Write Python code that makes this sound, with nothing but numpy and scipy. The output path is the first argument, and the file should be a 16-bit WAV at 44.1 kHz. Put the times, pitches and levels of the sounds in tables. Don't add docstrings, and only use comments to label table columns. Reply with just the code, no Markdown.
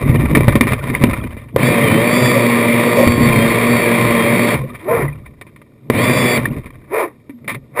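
import sys
import numpy as np
from scipy import signal
from scipy.fft import irfft
from scipy.io import wavfile
from scipy.ndimage import uniform_filter1d

SR = 44100
rng = np.random.default_rng(int(sys.argv[2]) if len(sys.argv) > 2 else 0)


def materialize(psi):
    bounded = np.clip(np.atleast_2d(psi).T, -1, 1)
    quanta = np.round(bounded * 32767).astype(np.int16)
    wavfile.write(sys.argv[1], SR, quanta)


N = 343980
TIME = np.arange(N) / SR

# on, off and spin-up in seconds, then clack, rattle, hum and whine in dB.
MOTOR_RUNS = [(1.562, 4.54, .027, 5, -15, -20.5, 0.5), (5.9, 6.372, .039, 7, -15, -23, 2.5)]


def gain_of(db):
    return 10 ** (np.asarray(db) / 20)


def unit_rms(x):
    return x / np.sqrt(np.mean(x ** 2) + 1e-20)


def steadied(x, size=3000):
    return x / np.sqrt(abs(uniform_filter1d(x ** 2, size)) + 1e-6 * np.mean(x ** 2))


def drift(hz):
    knots = rng.standard_normal(8192)
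    return np.interp(TIME * hz, np.arange(len(knots)), knots)


def add(mix, start, sound):
    part = mix[max(round(start * SR), 0):][:len(sound)]
    part += sound[:len(part)]


def hull_ring(force, size=8192):
    # centre and width in Hz, level in dB.
    modes = [(127.4, 31, 3.5), (236.8, 41.6, 0), (316.5, 69, -4.5), (424, 81, -6), (563.4, 76.5, -7),
             (694, 113, -16.5), (1013, 99, -10.5), (1171, 89, -12), (1410, 85, -20.5), (1827, 36, -10.5),
             (2067, 262, -10), (2347, 103, -8.5), (2730, 170, -27), (3186, 57, -23), (3647, 208, -22.5),
             (4490, 1420, -36)]
    hz = abs(np.fft.fftfreq(size, 1 / SR))
    power = sum((gain_of(db) / (1 + ((hz - centre) / width) ** 2)) ** 2 for centre, width, db in modes)
    force_hz, force_db = np.transpose(force)
    push = gain_of(np.interp(np.log(hz + 1), np.log(force_hz), force_db))
    log_gain = np.log(np.sqrt(power) * push + 1e-6)
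    minimum_phase = np.exp(signal.hilbert(log_gain).conj())
    return np.fft.ifft(minimum_phase).real[:size // 2]


def through_hull(x, force):
    return signal.oaconvolve(x, hull_ring(force))[:N]


def swells(events, rise, drop, settle_db, settle_db_per_s):
    t, power = TIME[::32], 0
    for start, length, db in events:
        attack = np.clip(1 + (t - start) / rise, 0, 1)
        after = np.maximum(t - start - length, 0)
        release = np.maximum(np.exp(-after / drop), gain_of(settle_db - settle_db_per_s * after))
        power = power + (gain_of(db) * attack * release) ** 2
    return np.interp(TIME, t, np.sqrt(power))


def cabin_air():
    # frequency in Hz, force in dB.
    air_force = [(20, 6), (140, 6.5), (500, 4.5), (2000, -11), (5500, 8)]
    return gain_of(-48.5) * unit_rms(through_hull(rng.standard_normal(N), air_force))


def waves():
    # start and length in seconds, slop and rocking in dB.
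    arrivals = [(0.024, 0.028, -20.5, -19.5), (0.104, 0.15, -13, -18.5), (0.372, 0.031, -10.5, -18),
                (0.475, 0.11, -17.5, -23), (0.667, 0.051, -18, -23), (0.899, 0.039, -19.5, -30),
                (1.053, 0.032, -14.5, -21), (1.22, 0.027, -23.5, -29), (1.64, 0.095, -15.5, -37),
                (1.86, 0.12, -13.5, -37), (2.19, 0.12, -17.5, -49.5), (2.66, .3, -30.5, -45.5),
                (3.07, .01, -20.5, -21), (3.217, 0.067, -11.5, -25), (3.382, .04, -15, -32),
                (3.58, 0.033, -31, -37), (3.757, .04, -21, -37), (4.038, .03, -18.5, -30),
                (4.268, 0.16, -24.5, -53), (4.64, 0.064, -28, -41), (4.974, 0.058, -21, -28.5),
                (5.907, .02, -39, -37), (5.974, 0.27, -19.5, -48), (6.43, 0.14, -21.5, -33),
                (7.523, 0.033, -30, -45.5), (7.804, .03, -37, -45)]
    # frequency in Hz, force in dB.
    slop_force = [(30, -16), (80, -5), (140, 5.5), (300, -1), (500, -7.5), (900, -11.5), (2000, -42.5)]
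    rock_force = [(10, -19), (24, -3), (42, -2.5), (70, -3.5), (120, -18.5), (300, -61.5)]
    slop_noise, rock_noise = rng.standard_normal((2, N))
    slop = steadied(through_hull(slop_noise * gain_of(3 * drift(60)), slop_force), size=5000)
    rock = steadied(through_hull(rock_noise, rock_force), size=7000)
    slopping = swells([(start, length, db) for start, length, db, _ in arrivals],
                      rise=.1255, drop=.0329, settle_db=-13, settle_db_per_s=46)
    rocking = swells([(start, length, db) for start, length, _, db in arrivals],
                     rise=.01, drop=.1541, settle_db=-8.5, settle_db_per_s=35)
    return (slopping + gain_of(-56)) * slop + rocking * rock


def spray_gain():
    # start and length in seconds, level in dB.
    spells = [(0.04, 0.63, -26), (0.84, 0.041, -28), (0.99, 0.12, -26), (4.55, 0.076, -41.5),
              (4.72, 0.11, -40), (5.03, 0.018, -43), (6.38, 0.085, -33)]
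    return swells(spells, rise=.1, drop=.1268, settle_db=-19.5, settle_db_per_s=74) + gain_of(-63.5)


def splashes(drops_per_s=600):
    # frequency in Hz, force in dB.
    splash_force = [(60, -40), (200, -38.5), (450, -2.5), (1000, 1.5), (2200, -2), (5500, -1.5)]
    wash, polarity = rng.standard_normal((2, N))
    lands = rng.random(N) < drops_per_s / SR
    drops = lands * np.sign(polarity) * gain_of(2.5 * np.minimum(rng.exponential(1, N), 4))
    patter = (drops + .092 * wash) * gain_of(5.2 * drift(70))
    return spray_gain() * steadied(through_hull(patter, splash_force), size=4000)


def damped_tone(hz, rise, glide):
    t = np.arange(0, 8 * rise, 1 / SR)
    envelope = (t / rise * np.exp(1 - t / rise)) ** .81
    return envelope * np.sin(2 * np.pi * hz * (t + glide * t ** 2 / 2))


def bubbles(count=420):
    out, splashing = np.zeros(N), spray_gain()
    for when, pitch, faintness in rng.random((count, 3)):
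        hz, at = 1000 * 3.6 ** pitch, int(when * N)
        level = splashing[at] * gain_of(4.5 - 11 * faintness - 7 * pitch)
        add(out, at / SR, level * damped_tone(hz, rise=3.8 / hz, glide=1.5))
    return out


def surges():
    # peak time and half length in seconds, level in dB.
    rushes = [(2.359, 0.036, -14.5), (3.002, 0.042, -11)]
    # frequency in Hz, force in dB.
    surge_force = [(150, -9), (350, -8), (560, 17), (750, 8), (1100, -6), (2500, -26), (5500, 11)]
    swell = sum(gain_of(db) * np.exp(-((TIME - peak) / half) ** 2) for peak, half, db in rushes)
    return swell * unit_rms(through_hull(rng.standard_normal(N), surge_force))


def thumps_and_rings():
    # start in seconds, pitch in Hz, peak in dB, rise in seconds, relative glide per second.
    short_tones = [(.095, 125, 4.5, 0.0025, 0), (.479, 151, 2, 0.0032, 4), (.553, 218, -3, 0.0024, 3),
                   (.639, 2320, -19, .001, 0), (0.95, 2060, -3.5, 0.00099, 15),
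                   (1.036, 218, 2.5, 0.0018, 0), (1.132, 1290, -19, 0.0023, 4), (1.209, 2390, -36, .015, 0),
                   (2.258, 1850, -14, 0.0027, 1), (3.067, 84, -8, 0.011, 1.5), (3.122, 2210, -22, .001, 0),
                   (4.59, 140.6, -19, 0.023, -1), (4.609, 1026, -29, 0.0058, 2),
                   (4.635, 472, -25.5, 0.0072, 8), (4.697, 1130, -33, 0.0057, 5),
                   (4.878, 589, -14, 0.017, 3), (4.897, 1060, -18.5, 0.012, -1),
                   (5.027, 1970, -21.5, 0.0031, -6), (5.03, 139.6, -14, 0.024, 0.5),
                   (5.08, 2040, -21, 0.0029, -5), (5.128, 2420, -34, 0.0026, -3),
                   (6.455, 1730, -6, 0.0017, 14), (7.294, 258, -26.5, 0.0077, 4),
                   (7.333, 243.8, -30.5, 0.015, -0.5), (7.499, 140.7, -32, 0.04, 0)]
    out = np.zeros(N)
    for start, hz, db, rise, glide in short_tones:
        add(out, start, gain_of(db) * damped_tone(hz, rise, glide))
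    return out


def blow(ring, decay, grit, rise=.0003, size=2600):
    t = np.arange(size) / SR
    force = grit * rng.standard_normal(size) * np.exp(-t / decay) * (1 - np.exp(-t / rise))
    force[:9] += np.hanning(9) / 2
    sound = signal.fftconvolve(force, ring)
    return sound / abs(sound).max()


def knocks(crack_trim_db=-2, thud_trim_db=9):
    # start in seconds, level and extra for the thud in dB before trim, crack decay in seconds.
    bumps = [(0.0268, -23, 3, 0.0039), (0.097, -24, 15, 0.0065), (0.1495, -26, 8, 0.0049),
             (0.2109, -38, 8, 0.006), (0.3507, 1, -14, 0.0077), (0.3716, -8, 6, 0.016),
             (0.4075, -11, 3, 0.0063), (0.481, -5.5, 9, 0.013), (0.5547, -4, -2, 0.01),
             (0.6093, 7.5, -13, 0.0032), (0.6364, -10, -10.5, 0.008), (0.6702, -5.5, -10, 0.028),
             (0.72, -6.5, -10, 0.0051), (0.7332, -1.5, -12, 0.006), (0.9003, -11.5, -13, 0.0051),
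             (0.951, -10, -23, 0.011), (1.0383, 0.5, -1.5, 0.0038), (1.1328, -10, -8, 0.008),
             (1.368, -27, -1, 0.041), (1.488, -33, -19, .004), (3.075, -3, -3, 0.005),
             (3.121, -6, -8, 0.0025), (3.2073, -26, 0, 0.006), (4.044, -20, -3, 0.0072),
             (4.7532, -23.5, -20, 0.011), (5.2604, -25.5, -26, 0.01), (5.4124, -21, -23, 0.008),
             (5.467, -31, -12, 0.018), (5.561, -30, -16, 0.0074), (5.6168, -33, -7, 0.0054),
             (6.4544, -9, -25, 0.006), (6.565, -27, -1, 0.0066), (6.6579, -22.5, -24, 0.012),
             (6.705, -27, -13, 0.0036), (7.2954, -31.5, -0.5, 0.011), (7.445, -33.5, -5, 0.01),
             (7.478, -9, -34, 0.02), (7.493, -11.5, -36, 0.025), (7.5461, -17, -18, 0.0081)]
    # frequency in Hz, force in dB.
    crack_force = [(100, -43), (400, -7), (1000, 5), (1600, 7), (2400, 6), (5500, 5)]
    thud_force = [(20, 4), (70, -1.5), (140, -2), (300, 3.5), (700, -2), (2000, -8.5)]
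    crack, thud = hull_ring(crack_force), hull_ring(thud_force)
    out = np.zeros(N)
    for start, db, extra_db, decay in bumps:
        add(out, start, gain_of(db + crack_trim_db) * blow(crack, decay, grit=.44))
        add(out, start, gain_of(db + extra_db + thud_trim_db) * blow(thud, decay=.011, grit=.061))
    return out


def clacks():
    # frequency in Hz, force in dB.
    clack_force = [(60, -4.5), (250, 2), (520, 10.5), (1000, 3), (2200, -6.5), (5500, 3)]
    out, ring = np.zeros(N), hull_ring(clack_force)
    for on, _, _, db, *_ in MOTOR_RUNS:
        add(out, on, gain_of(db) * blow(ring, decay=.0036, grit=.22))
    return out


def tooth_taps(turns, uneven_db, looseness):
    # multiple of the shaft speed, depth in dB.
    wobbles = [(.274, 2.3), (.449, 1.8), (.613, 1.9), (1.055, 1.2), (1.2, 1.2), (2, 1)]
    wobble_db = sum(db * np.cos(2 * np.pi * (k * turns + rng.random())) for k, db in wobbles)
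    taps = np.zeros(N)
    for teeth_per_turn in (19, 14.05):
        meets = np.diff(np.floor(teeth_per_turn * turns + .1 * drift(900)), prepend=0) > 0
        strength, flank = rng.standard_normal((2, N))
        taps += meets * gain_of(uneven_db * strength) * (1 + looseness * flank)
    return taps * gain_of(wobble_db)


def tones(turns, orders, waver_db, waver_hz):
    return sum(gain_of(db + waver_db * drift(waver_hz)) * np.sqrt(2)
               * np.sin(2 * np.pi * (k * turns + rng.random())) for k, db in orders)


def effort(peak, rise, fall, order):
    return 1 / (1 + ((TIME - peak) / np.where(TIME < peak, rise, fall)) ** order)


def nudges(speed_power=.36, loudness_power=1.42):
    # peak time, rise and fall in seconds, top speed in turns per second,
    # groan and churn in dB, lag of the churn in seconds.
    touches = [(4.93, .065, .1, 25, -17.5, -17.5, 0.021), (6.98, .05, .07, 24.5, -16, -15.5, 0.0012),
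               (7.805, .036, .08, 21, -30, -12, 0.0048)]
    # multiple of the shaft speed, level in dB.
    groan_orders = [(19, 0.5), (38, -11.5), (57, -14.5)]
    # frequency in Hz, force in dB.
    churn_force = [(60, -40), (250, -22), (430, 3), (1000, 5), (2000, -1), (3500, -9.5), (5500, -4.5)]
    speed, groan_gain, churn_gain = np.zeros((3, N))
    for peak, rise, fall, top, groan_db, churn_db, lag in touches:
        speed = np.maximum(speed, top * effort(peak, rise, fall, order=2) ** speed_power)
        groan_gain += gain_of(groan_db) * effort(peak, rise, fall, order=4) ** loudness_power
        churn_gain += gain_of(churn_db) * effort(peak + lag, rise, fall, order=4) ** loudness_power
    turns = np.cumsum(speed * (1 + .095 * drift(260))) / SR
    taps = steadied(tooth_taps(turns, uneven_db=2, looseness=.56), size=6000)
    swirl = rng.standard_normal(N) * gain_of(3.7 * drift(80))
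    churn = steadied(through_hull(swirl + 1.27 * taps, churn_force), size=1500)
    groan = tones(turns, groan_orders, waver_db=3.5, waver_hz=130)
    return churn_gain * churn + groan_gain * groan


def worn_buzz(turns, top_order=36, size=2048):
    orders = np.arange(size // 2 + 1)
    phases = np.exp(2j * np.pi * rng.random((2, len(orders))))
    patterns = irfft(((orders > 4) & (orders <= top_order)) * phases)
    place = (turns % 1 * size).astype(int)
    return unit_rms(sum(drift(11) * pattern[place] for pattern in patterns))


def gear_rattle(turns):
    # frequency in Hz, force in dB.
    rattle_force = [(30, -26), (110, -10), (250, -2.5), (500, 2.5), (1000, 2.5), (2200, 2), (3500, 3),
                    (5500, 2)]
    taps = steadied(tooth_taps(turns, uneven_db=1.6, looseness=5))
    buzz = gain_of(-10) * steadied(worn_buzz(turns))
    rush = .79 * rng.standard_normal(N)
    dip = gain_of(-5.5 * np.exp(-((TIME - 3.15) / .063) ** 2))
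    return dip * steadied(through_hull(taps + buzz + rush, rattle_force))


def mount_gain(speed, peaks):
    return np.sqrt(sum(gain_of(db) ** 2 / (1 + ((speed - centre) / width) ** 2)
                       for centre, width, db in peaks))


def gear_whine(speed, turns):
    # multiple of the shaft speed, level in dB.
    first_mesh = [(19, 2), (38, 0)]
    second_mesh = [(14.07, -5), (28.15, 0), (42.22, -13)]
    # centre and width in turns per second, gain in dB.
    first_peaks = [(109, 3, -39.5), (119.3, .3, -38.5), (122.3, 1.5, -33.5)]
    second_peaks = [(108.8, 2.2, -32), (114, .6, -31), (122.5, .65, -28.5)]
    first = mount_gain(speed, first_peaks) * tones(turns, first_mesh, waver_db=3.8, waver_hz=16)
    second = mount_gain(speed, second_peaks) * tones(turns, second_mesh, waver_db=2, waver_hz=45)
    drone = gain_of(-36) * tones(turns, second_mesh[:1], waver_db=5.5, waver_hz=9)
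    return first + second + drone


def motor(coast_s=.045, loudness_power=1.34):
    # time in seconds, speed in turns per second.
    loaded_speed = [(1.66, 125), (1.77, 116), (1.83, 115.4), (1.89, 106.8), (1.97, 110.5), (2.05, 118.7),
                    (2.21, 123.7), (2.45, 118.9), (2.73, 117.5), (2.87, 119.3), (3.24, 119.2),
                    (3.38, 113.3), (3.72, 119.5), (3.89, 117.2), (4.1, 117.2), (4.22, 114.4), (4.38, 118.3),
                    (4.54, 117.8), (6.05, 125.6), (6.2, 122.9), (6.38, 120.6)]
    # multiple of the shaft speed, level in dB.
    hum_orders = [(1, -6.5), (1.58, -9), (2, 1.5), (3, -7.5), (4, -4), (5, -8), (8.05, -23.5), (9, -12)]
    speed_share, rattle_gain, hum_gain, whine_gain = np.zeros((4, N))
    for on, off, spin_up, _, rattle_db, hum_db, whine_db in MOTOR_RUNS:
        rising = 1 - np.exp(-np.maximum(TIME - on, 0) / spin_up)
        drive = rising * np.exp(-np.maximum(TIME - off, 0) / coast_s)
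        speed_share += drive
        loudness = drive ** loudness_power
        rattle_gain += gain_of(rattle_db) * loudness
        hum_gain += gain_of(hum_db) * loudness
        whine_gain += gain_of(whine_db) * loudness
    speed = speed_share * np.interp(TIME, *np.transpose(loaded_speed))
    turns = np.cumsum(speed * (1 + .0025 * drift(90))) / SR
    rattle = gear_rattle(turns)
    hum = tones(turns, hum_orders, waver_db=3.5, waver_hz=21.915)
    return rattle_gain * rattle + hum_gain * hum + whine_gain * gear_whine(speed, turns)


def scene():
    boat = motor() + nudges() + knocks() + clacks()
    water = waves() + splashes() + bubbles() + surges()
    return (boat + water + thumps_and_rings() + cabin_air())[None]


def record(dry, hold_hz=12000, ceiling=1.03, edge_hz=15500):
    slow = signal.resample_poly(dry, hold_hz, SR, axis=1, window=("kaiser", 8))
    saturated = slow / (1 + (slow / ceiling) ** 4) ** .25
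    held = signal.resample_poly(np.repeat(saturated, 8, axis=1), SR, 8 * hold_hz, axis=1)[:, :N]
    notch = signal.firwin(255, [5850, 6150], fs=SR)
    lowpass = signal.firwin(401, edge_hz, window=("kaiser", 7), fs=SR)
    return signal.oaconvolve(held, np.convolve(notch, lowpass)[None], "same", axes=1)


dry = scene()
out = record(dry)
materialize(out)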